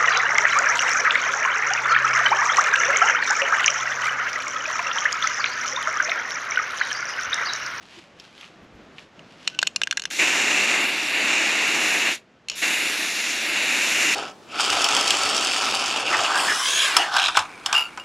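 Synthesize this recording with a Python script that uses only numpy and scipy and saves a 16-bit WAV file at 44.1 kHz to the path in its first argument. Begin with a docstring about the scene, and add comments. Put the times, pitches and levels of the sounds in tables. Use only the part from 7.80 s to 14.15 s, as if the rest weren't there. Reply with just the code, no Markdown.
"""In a quiet yard, filtered noise makes a distant wash, a brief low hoot and puffs of wind,
while swells of noise and grains make the faint rustle and crunch of feet and clothes.
A spray can is lifted: its ball strikes damped modes of the can, rolls over them and jolts the hand.
Paint then hisses out in two long bursts of banded noise and droplets, with a short rattle between them;
the can is held close to two microphone ports and swept about, which shifts the colour of the jet."""
import sys
import numpy as np
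from scipy import signal
from scipy.fft import rfft, irfft
from scipy.io import wavfile
from scipy.ndimage import uniform_filter1d

SR = 44100
rng = np.random.default_rng(int(sys.argv[2]) if len(sys.argv) > 2 else 0)


def digitize_waveform(pressure):
    """Quantize a signal to 16-bit integers and store it at the path in sys.argv[1].

    Rows of a 2-D input are taken as channels; values are limited to [-1, 1].
    """
    field = np.atleast_2d(pressure).T
    bounded = np.clip(field, -1, 1)
    quanta = np.round(bounded * 32767).astype(np.int16)
    wavfile.write(sys.argv[1], SR, quanta)


N = 280029
TIME, FREQ = np.arange(N) / SR, np.fft.rfftfreq(N, 1 / SR)

# Modes of the paint-filled can. Each row: frequency in Hz, relative level in dB when struck at the end,
# relative level in dB when struck on the wall, t60 in seconds.
CAN_MODES = [(563, -27.5, -34, .008), (1090, -25, -17, 0.014), (1603, -20, 3, 0.017),
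             (2130, -24, -6.5, 0.019), (2505, -5.5, -11.5, 0.024), (2764, 1.5, -16, 0.021),
             (2974, 1.5, -7, .018), (3580, -8, -0.5, .016), (3990, -6, -7, 0.016), (4320, -5.5, -11, 0.021),
             (5060, -7.5, -15, 0.011), (5420, -1.5, -5, .014), (5830, -2, -8, 0.015), (6450, -8, -13, .014),
             (6710, -7, -18, 0.023), (7230, -14, -17, .018), (7850, -15, -22, 0.02),
             (10000, -20, -27, .016), (11300, -27.5, -31.5, .016)]
# Limits of the five bands of the jet (roar, rush, edge, hiss, fizz). Each entry: frequency in Hz.
JET_BAND_EDGES = [20, 1300, 3200, 4900, 8800, 20000]


def amp(db):
    """Level law: a gain is ten to the power of decibels over twenty."""
    return 10 ** (np.asarray(db) / 20)


def evened(x):
    """Normalisation by mean power: scales to rms 1."""
    return x / np.sqrt(np.mean(x ** 2) + 1e-20)


def read(points, hz=FREQ):
    """Interpolation on a logarithmic frequency axis between (Hz, value) points."""
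    f, value = np.transpose(points)
    return np.interp(np.log(hz + 1), np.log(f + 1), value)


def bells(rows):
    """Superposition in dB of bell-shaped peaks and hollows, each at half its dB at the edges of its width."""
    return sum(db * .5 ** ((2 * (FREQ - hz) / width) ** 2) for hz, width, db in rows)


def noise(gain):
    """Spectral shaping: white noise with the given gain over frequency, at rms 1."""
    return evened(irfft(rfft(rng.standard_normal(N)) * gain, N))


def wander(rate_hz):
    """Low-passed noise: a random control of rms 1 whose spectrum falls to half at the given rate."""
    return noise(1 / (1 + (FREQ / rate_hz) ** 2))


def add(mix, s, sound):
    """Linear superposition: mixes a sound in at time s."""
    part = mix[max(round(s * SR), 0):][:len(sound)]
    part += sound[:len(part)]


def grains(gain, per_s, spread_db):
    """Shot noise: tiny random impacts of very uneven size, coloured by the gain, at rms 1."""
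    size = amp(spread_db * np.minimum(rng.exponential(1, N), 4))
    size = size * rng.choice([-1, 1], N)
    struck = rng.random(N) < per_s / SR
    return evened(irfft(rfft(size * struck) * gain, N))


def swells(rows):
    """Addition of powers: gain of soft swells, each some 12 dB down at the ends of its length."""
    power = sum(amp(db) ** 2 / (1 + (2 * (TIME - s) / length) ** 2) ** 4 for s, db, length in rows)
    return np.sqrt(power)


def resonate(x, hz, width):
    """Heterodyne resonator: a one-pole filter in a rotating frame follows the curve hz, with peak gain 1."""
    turn = np.exp(2j * np.pi * np.cumsum(hz) / SR)
    r = np.exp(-np.pi * width / SR)
    return 2 * (turn * signal.lfilter([1 - r], [1, -r], x / turn)).real


def yard(swell_db=1.54, hoot_hz=345, hoot_db=-43):
    """Broadband ambience: a slowly swelling distant wash, low-frequency wind puffs and a brief low hoot."""
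    # Spectrum of the wash. Each row: frequency in Hz, relative level in dB per Hz.
    wash_colour = [(25, -22), (50, -12.5), (90, -8), (170, -.5), (280, -2), (420, -5), (680, -6),
                   (950, -11.5), (1300, -10.5), (2800, -15.5), (4200, -22.5), (6500, -28), (8700, -40),
                   (15000, -56)]
    # Mean level of the wash, about which it swells. Each row: time in seconds, level in dB.
    wash_level = [(0, -51.5), (1.3, -51.5), (2.3, -52.5), (4.5, -55.5)]
    # Puffs of wind on the microphone. Each row: centre in seconds, level in dB, length in seconds.
    puffs = [(.84, -54, .07), (.955, -53, .06), (1.04, -59, .12)]
    wash_db = np.interp(TIME, *np.transpose(wash_level)) + swell_db * wander(3)
    wash = amp(wash_db) * noise(amp(read(wash_colour)))
    wind = noise(amp(read([(20, -8), (55, 1.5), (110, -2), (250, -8), (600, -42.5)])))
    out = wash + wind * swells(puffs)
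    t = np.arange(SR // 20) / SR
    add(out, .16, amp(hoot_db) * np.hanning(len(t)) * np.sin(2 * np.pi * hoot_hz * t))
    return out


def rustle(level_db=-.3, grain_db=-2):
    """Friction as many small impacts: cloth and dry grass swish with grains and a few sharper crunches."""
    # Spectrum of the rustle. Each row: frequency in Hz, relative level in dB per Hz.
    rustle_colour = [(300, -20), (900, -4), (1500, -2.5), (2200, -2), (2700, 1), (3300, -2), (4500, -5.5),
                     (7000, -14), (8000, -18), (11000, -25.5), (15000, -49)]
    # Clothes and feet on dry grass. Each row: centre in seconds, relative level in dB, length in seconds.
    swishes = [(.04, -53, .14), (.16, -46.5, .22), (.45, -51.5, .2), (.62, -47, .2), (1.205, -50, .13),
               (1.52, -55, .13), (1.63, -50.5, .2), (2.1, -57.5, .5)]
    # Crunches and small ticks. Each row: start in seconds, relative level in dB, centre in Hz, t60 in seconds.
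    crunches = [(.063, -50, 7000, .02), (.3985, -29.5, 4800, .03), (.442, -42, 4500, .03),
                (.5795, -33, 2800, .035), (.611, -32, 3300, .02), (.630, -31, 1700, .03),
                (.643, -32, 2800, .018), (.666, -40, 2500, .02), (1.183, -28.5, 2400, 0.047)]
    colour = amp(read(rustle_colour))
    swish = evened(noise(colour) + amp(grain_db) * grains(colour, per_s=700, spread_db=5))
    out = swish * amp(level_db) * swells(swishes)
    t = np.arange(SR // 8) / SR
    for s, db, hz, t60 in crunches:
        octaves_off = np.log2((FREQ + 1) / hz)
        snap = noise(colour / (1 + octaves_off ** 2) ** 2)[:len(t)]
        add(out, s, snap * amp(db - 5 - 60 * t / t60))
    return out


def rattle(hand_db=-11, level_db=-11.5, uneven_db=2.5, detune=0.017, rise_s=0.00043,
           crack_db=-10, crack_t60=.013, crack_hz=6800, ring_db=-32, ring_t60=.06):
    """Modal excitation: each hit of the ball rings the can; paint and hand damp it within milliseconds."""
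    # The mixing ball hits the can. Each row: start in seconds, relative level in dB,
    # place from 0 = stiff end to 1 = soft side wall, hardness in dB per octave.
    ball_hits = [(1.3930, -31.5, .02, -7), (1.6759, -3.5, 0.011, -2), (1.699, -30, .1, -3),
                 (1.7478, -27, 0.067, -8), (1.7894, -3, 0, -4), (1.8166, -18, 0.037, 0),
                 (1.8283, -2.5, 0.91, -2.5), (1.8687, -16, 0.00099, 0), (1.8720, -4, 0, -0.5),
                 (1.9605, -5.5, 0, 2), (2.0162, -6, 1, -3), (2.0342, -5, 0.38, 1), (2.0720, -11, 0.76, -3),
                 (2.1105, -5.5, 0.31, 0.5), (2.1257, -10.5, 0.98, -1.5), (2.1717, -8, 0.66, 3),
                 (2.1752, -10, 0.83, 0), (2.196, -14.5, 0.62, 4), (2.22, -17.5, .45, 3.5),
                 (2.2374, -21, 0.7, 3), (2.2539, -10, 0.68, 0), (2.3108, -18.5, .9, -4),
                 (4.6850, -15, .03, .5), (4.6985, -9.5, 0, 1), (4.7160, -23, .05, -2)]
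    hz, end_db, wall_db, t60 = np.transpose(CAN_MODES)[:, :, None]
    t, out = np.arange(SR // 8) / SR, np.zeros(N)
    crack_band = signal.butter(3, [900, crack_hz], "bandpass", fs=SR, output="sos")
    for s, db, place, hardness in ball_hits:
        place = np.clip(place, 0, 1)
        unevenness, shift, phase, late_phase = rng.standard_normal((4, len(CAN_MODES), 1))
        weight = np.sqrt((1 - place) * amp(end_db) ** 2 + place * amp(wall_db) ** 2)
        weight = weight * amp(hardness * np.log2(hz / 3000) + uneven_db * unevenness)
        angle = 2 * np.pi * hz * (1 + detune * shift) * t  # sloshing paint shifts the modes
        damped = np.sin(angle + np.pi * phase) * amp(-60 * t / t60)
        dry_metal = np.sin(angle + np.pi * late_phase) * amp(ring_db - 60 * t / ring_t60)
        ring = (weight * (damped + dry_metal)).sum(0) / np.linalg.norm(weight)
        crack = evened(signal.sosfilt(crack_band, rng.standard_normal(len(t))))
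        crack = crack * amp(crack_db - 60 * t / crack_t60)
        hit = (ring + crack) * (1 - np.exp(-(t / rise_s) ** 2))
        # the hand sends a near copy back, a little differently each time
        delay_s = rng.uniform(.0002, 0.000707)
        hit = hit + amp(hand_db) * np.interp(t - delay_s, t, hit, left=0)
        first_rms = np.sqrt(np.mean(hit[:SR // 200] ** 2))  # over the first 5 ms
        add(out, s, amp(db + level_db) * hit / first_rms)
    return out


def rolling(tilt_db=-7):
    """Random excitation of modes: a rolling ball knocks in a dense stream and sets narrow rings singing."""
    # The ball rolls and skitters. Each row: start in seconds, end in seconds,
    # level in dB at the start, level in dB at the end.
    rolls = [(1.645, 1.68, -54, -48), (1.672, 1.788, -41, -56), (1.80, 1.90, -44, -53),
             (2.256, 2.283, -45, -52), (4.697, 4.754, -37.5, -38.5)]
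    # Narrow rings of the can under the ball. Each row: start in seconds, end in seconds,
    # frequency in Hz, peak level in dB.
    rings = [(1.705, 1.80, 1510, -48), (4.69, 4.755, 6820, -46)]
    power = 0
    for hz, db, _, t60 in CAN_MODES:
        peak = amp(db + tilt_db * np.log2(hz / 3000)) ** 2
        power = power + peak / (1 + ((FREQ - hz) * t60 / 2.7) ** 2) ** 1.2
    skitter = grains(np.sqrt(power), per_s=1200, spread_db=2)
    gain = sum(amp(np.interp(TIME, [start, stop], [start_db, stop_db], left=-150, right=-150))
               for start, stop, start_db, stop_db in rolls)
    out = skitter * gain
    for start, stop, hz, db in rings:
        t = np.arange(0, stop - start, 1 / SR)
        add(out, start, amp(db) * signal.windows.tukey(len(t), .6) * np.sin(2 * np.pi * hz * t))
    return out


def jolt(low_hz=180, high_hz=900, start_s=1.676, level_db=-41, t60=.035):
    """Damped impact: the ball's first hard landing jolts the can in the hand with a short dull knock."""
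    t, out = np.arange(SR // 8) / SR, np.zeros(N)
    band = signal.butter(2, [low_hz, high_hz], "bandpass", fs=SR, output="sos")
    knock = evened(signal.sosfilt(band, rng.standard_normal(len(t))))
    add(out, start_s, knock * amp(level_db - 60 * t / t60))
    return out


def jet_gains(tilt_db, snap_s=.008, drain_t60=.125, drain_slope=.15, crack_share=.35,
              surge_db=3, surge_s=.04, sag_db_per_s=.55):
    """Flow through a valve: a leak only hisses, an open valve roars; gives each jet band's gain over time."""
    # The finger presses the nozzle. Each row: start of the leak in seconds, fully open in seconds,
    # easing off in seconds, shut in seconds, time constant of the leak's attack in seconds,
    # brightness of roar, rush and edge in dB per octave.
    presses = [(2.302, 2.394, 4.28, 4.353, .018, 0), (4.754, 4.824, 6.4, 6.47, .032, 1.1)]
    # Treble, which the nozzle beams: one curve for each press.
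    # Each row: time in seconds, relative hiss level in dB, relative fizz level in dB.
    treble_curves = [
        [(2.43, -29, -43), (2.94, -31, -46), (3.088, -36, -42), (3.124, -37, -47), (3.244, -33, -46),
         (3.33, -37, -45), (3.552, -31, -47), (3.8, -33, -46), (4.104, -31, -40), (4.28, -33, -44)],
        [(4.85, -30, -39), (4.97, -32, -38), (5.274, -33, -41), (5.504, -31, -43), (5.616, -33, -44),
         (5.69, -36, -41), (5.762, -32, -46), (5.826, -33, -42), (6.234, -28, -38), (6.3, -29, -40)],
    ]
    # Roar, rush and edge. Each row: relative level in dB, change in dB while the valve only leaks,
    # share of sag, surge and tilt.
    body_bands = [(-31.5, -13, .95), (-21.2, -11.5, 1), (-31.1, -4.5, .45)]
    # Hiss and fizz. Each row: offset from the curve in dB, change in dB while the valve only leaks.
    treble_bands = [(.7, -5), (1.8, -1.5)]
    edges = np.array(JET_BAND_EDGES)
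    octaves = np.log2((edges[:-1] + edges[1:]) / (edges[1] + edges[2]))[:, None]  # band centres against the rush
    sag_db = sag_db_per_s * (TIME - presses[0][0])  # the can cools and loses pressure
    band_t60 = drain_t60 / 2 ** (drain_slope * octaves)  # the nozzle empties, treble first
    gains = 0
    for (leak_s, open_s, ease_s, shut_s, attack_s, bright_db), treble in zip(presses, treble_curves):
        # a share of the leak escapes at once when the seal cracks
        leak = (TIME > leak_s) * (1 - (1 - crack_share) * np.exp(-abs(TIME - leak_s) / attack_s))
        flow = leak * amp(-60 * np.maximum(TIME - shut_s, 0) / band_t60)
        easing = np.clip((TIME - ease_s) / (shut_s - ease_s), 0, 1) ** 2
        opening = np.clip((TIME - open_s) / snap_s + 1, 0, 1) * (1 - easing)
        # stored pressure gives each burst a stronger start
        surge = surge_db * opening * np.exp(-abs(TIME - open_s) / surge_s)
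        force_db = surge - sag_db - tilt_db
        body = [db + leak_db * (1 - opening) + share * force_db + bright_db * octave
                for (db, leak_db, share), octave in zip(body_bands, octaves)]
        s, *curves = np.transpose(treble)
        top = [db + leak_db * (1 - opening) + np.interp(TIME, s, curve)
               for (db, leak_db), curve in zip(treble_bands, curves)]
        gains = gains + flow * amp(body + top)
    return gains


def jet(flutter_db=0.42, sputter_db=.6, droplets_db=-9, hollow_width=800, hollow_hz=4850,
        octaves_per_db=.165, level_depth=.13, lifted_depth=.48, smoothing_s=.33):
    """Turbulence noise: gas and bursting droplets, with beamed treble that changes as the can turns."""
    # Broad spectrum of the jet. Each row: frequency in Hz, relative level in dB per Hz.
    jet_colour = [(60, -55), (140, -24.5), (200, -14), (300, -7), (460, -13), (650, -10.5), (1150, -11.5),
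                  (1800, -4), (2750, 0.5), (3200, -12.5), (7000, -12.5), (9000, -21.5), (12500, -28.5),
                  (15500, -35.5)]
    # Peaks and hollows from nozzle, can and hand. Each row: frequency in Hz, width in Hz, height in dB.
    jet_shape = [(365, 80, 1), (2200, 640, 1.5), (2790, 260, 2), (3700, 500, 3), (4830, 550, -2.5),
                 (7160, 690, 3), (7740, 380, -5), (9920, 700, 4), (10750, 500, -0.5), (11300, 550, 3),
                 (13200, 700, 5)]
    # The can is tipped up and away (weaker) or down (stronger). Each row: start in seconds,
    # tipped in seconds, turning back in seconds, level again in seconds, loss in dB.
    tilts = [(3.02, 3.13, 3.25, 3.39, 4.3), (4.8, 5.27, 5.6, 5.79, 4.3), (6.08, 6.2, 6.3, 6.45, -1.7)]
    tilt_db = sum(db * np.interp(TIME, times, [0, 1, 1, 0]) for *times, db in tilts)
    colour = amp(read(jet_colour) + bells(jet_shape))
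    out = np.zeros(N)
    for lo, hi, gain in zip(JET_BAND_EDGES, JET_BAND_EDGES[1:], jet_gains(tilt_db)):
        band = colour * (FREQ >= lo) * (FREQ < hi)
        droplets = grains(band, per_s=2500, spread_db=4)
        out += gain * evened(noise(band) + amp(droplets_db) * droplets)
    # a reflection off the hand cancels a band, which glides up and deepens as the can tips away
    away_db = uniform_filter1d(np.maximum(tilt_db, 0), size=round(smoothing_s * SR))
    depth = np.interp(away_db, [0, 1], [level_depth, lifted_depth])
    out = out - depth * resonate(out, hollow_hz * 2 ** (octaves_per_db * away_db), hollow_width)
    # paint and gas reach the nozzle unevenly, which shakes the whole jet
    return out * amp(flutter_db * wander(25) + sputter_db * wander(220))


def echoes(x, wet_db=-28, t60=.2):
    """Diffuse reflection: ground, eaves and walls return a little sound as sparse decaying taps."""
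    t = np.arange(SR // 3) / SR
    arrivals = (rng.random(len(t)) < 2000 / SR) * (t > .007)
    taps = rng.standard_normal(len(t)) * arrivals * amp(-60 * t / t60)
    return x + amp(wet_db) * signal.fftconvolve(x, taps / np.linalg.norm(taps))[:N]


def ports(x):
    """Partial coherence: two close microphone ports hear nearly the same, but part ways in the top treble."""
    # Likeness of the two ports. Each row: frequency in Hz, likeness from 0 to 1.
    port_likeness = [(110, 1), (200, .995), (450, .995), (1000, 1), (10800, 1), (11500, .82), (12500, .35),
                     (13500, .7), (15500, .6)]
    # Phase between the ports. Each row: frequency in Hz, lead of the left in radians.
    port_phase = [(11000, 0), (12000, 0.9), (13000, 3), (14500, 4)]
    # Balance of the ports. Each row: frequency in Hz, left over right in dB.
    port_balance = [(10900, 0), (11700, -3.5), (12500, -2), (13900, -7), (15500, -2)]
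    _, _, z = signal.stft(x, nperseg=128)
    random_turn = np.exp(2j * np.pi * rng.random(z.shape))
    scattered = signal.istft(abs(z) * random_turn, nperseg=128)[1][:N]
    likeness = np.clip(read(port_likeness), 0, 1)
    right = rfft(x)
    left = likeness * right + np.sqrt(2 * (1 - likeness ** 2)) * rfft(scattered)
    lean = amp(read(port_balance) / 2) * np.exp(.5j * read(port_phase))
    return irfft(np.array([left * lean, right / lean]), N)


def scene():
    """Superposition of sources: the yard, the person moving, and the can close by with its echoes."""
    can = rattle() + rolling() + jolt() + jet()
    return ports(yard() + rustle() + echoes(can))


def record(dry):
    """Linear filtering: the microphone housing cuts a notch in the treble; then comes the band limit."""
    # Hollows that form the notch. Each row: frequency in Hz, width in Hz, height in dB.
    housing_notch = [(9100, 170, -11), (8930, 680, -5.5)]
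    coloured = irfft(rfft(dry) * amp(bells(housing_notch)), N)
    coloured = coloured * np.minimum(TIME / .008, 1) ** 3  # soft start over 8 ms
    low_pass = signal.firwin(511, 15600, window=("kaiser", 9), fs=SR)  # cutoff in Hz
    return signal.oaconvolve(coloured, low_pass[None], "same", axes=1)


dry = scene()
out = record(dry)
digitize_waveform(out)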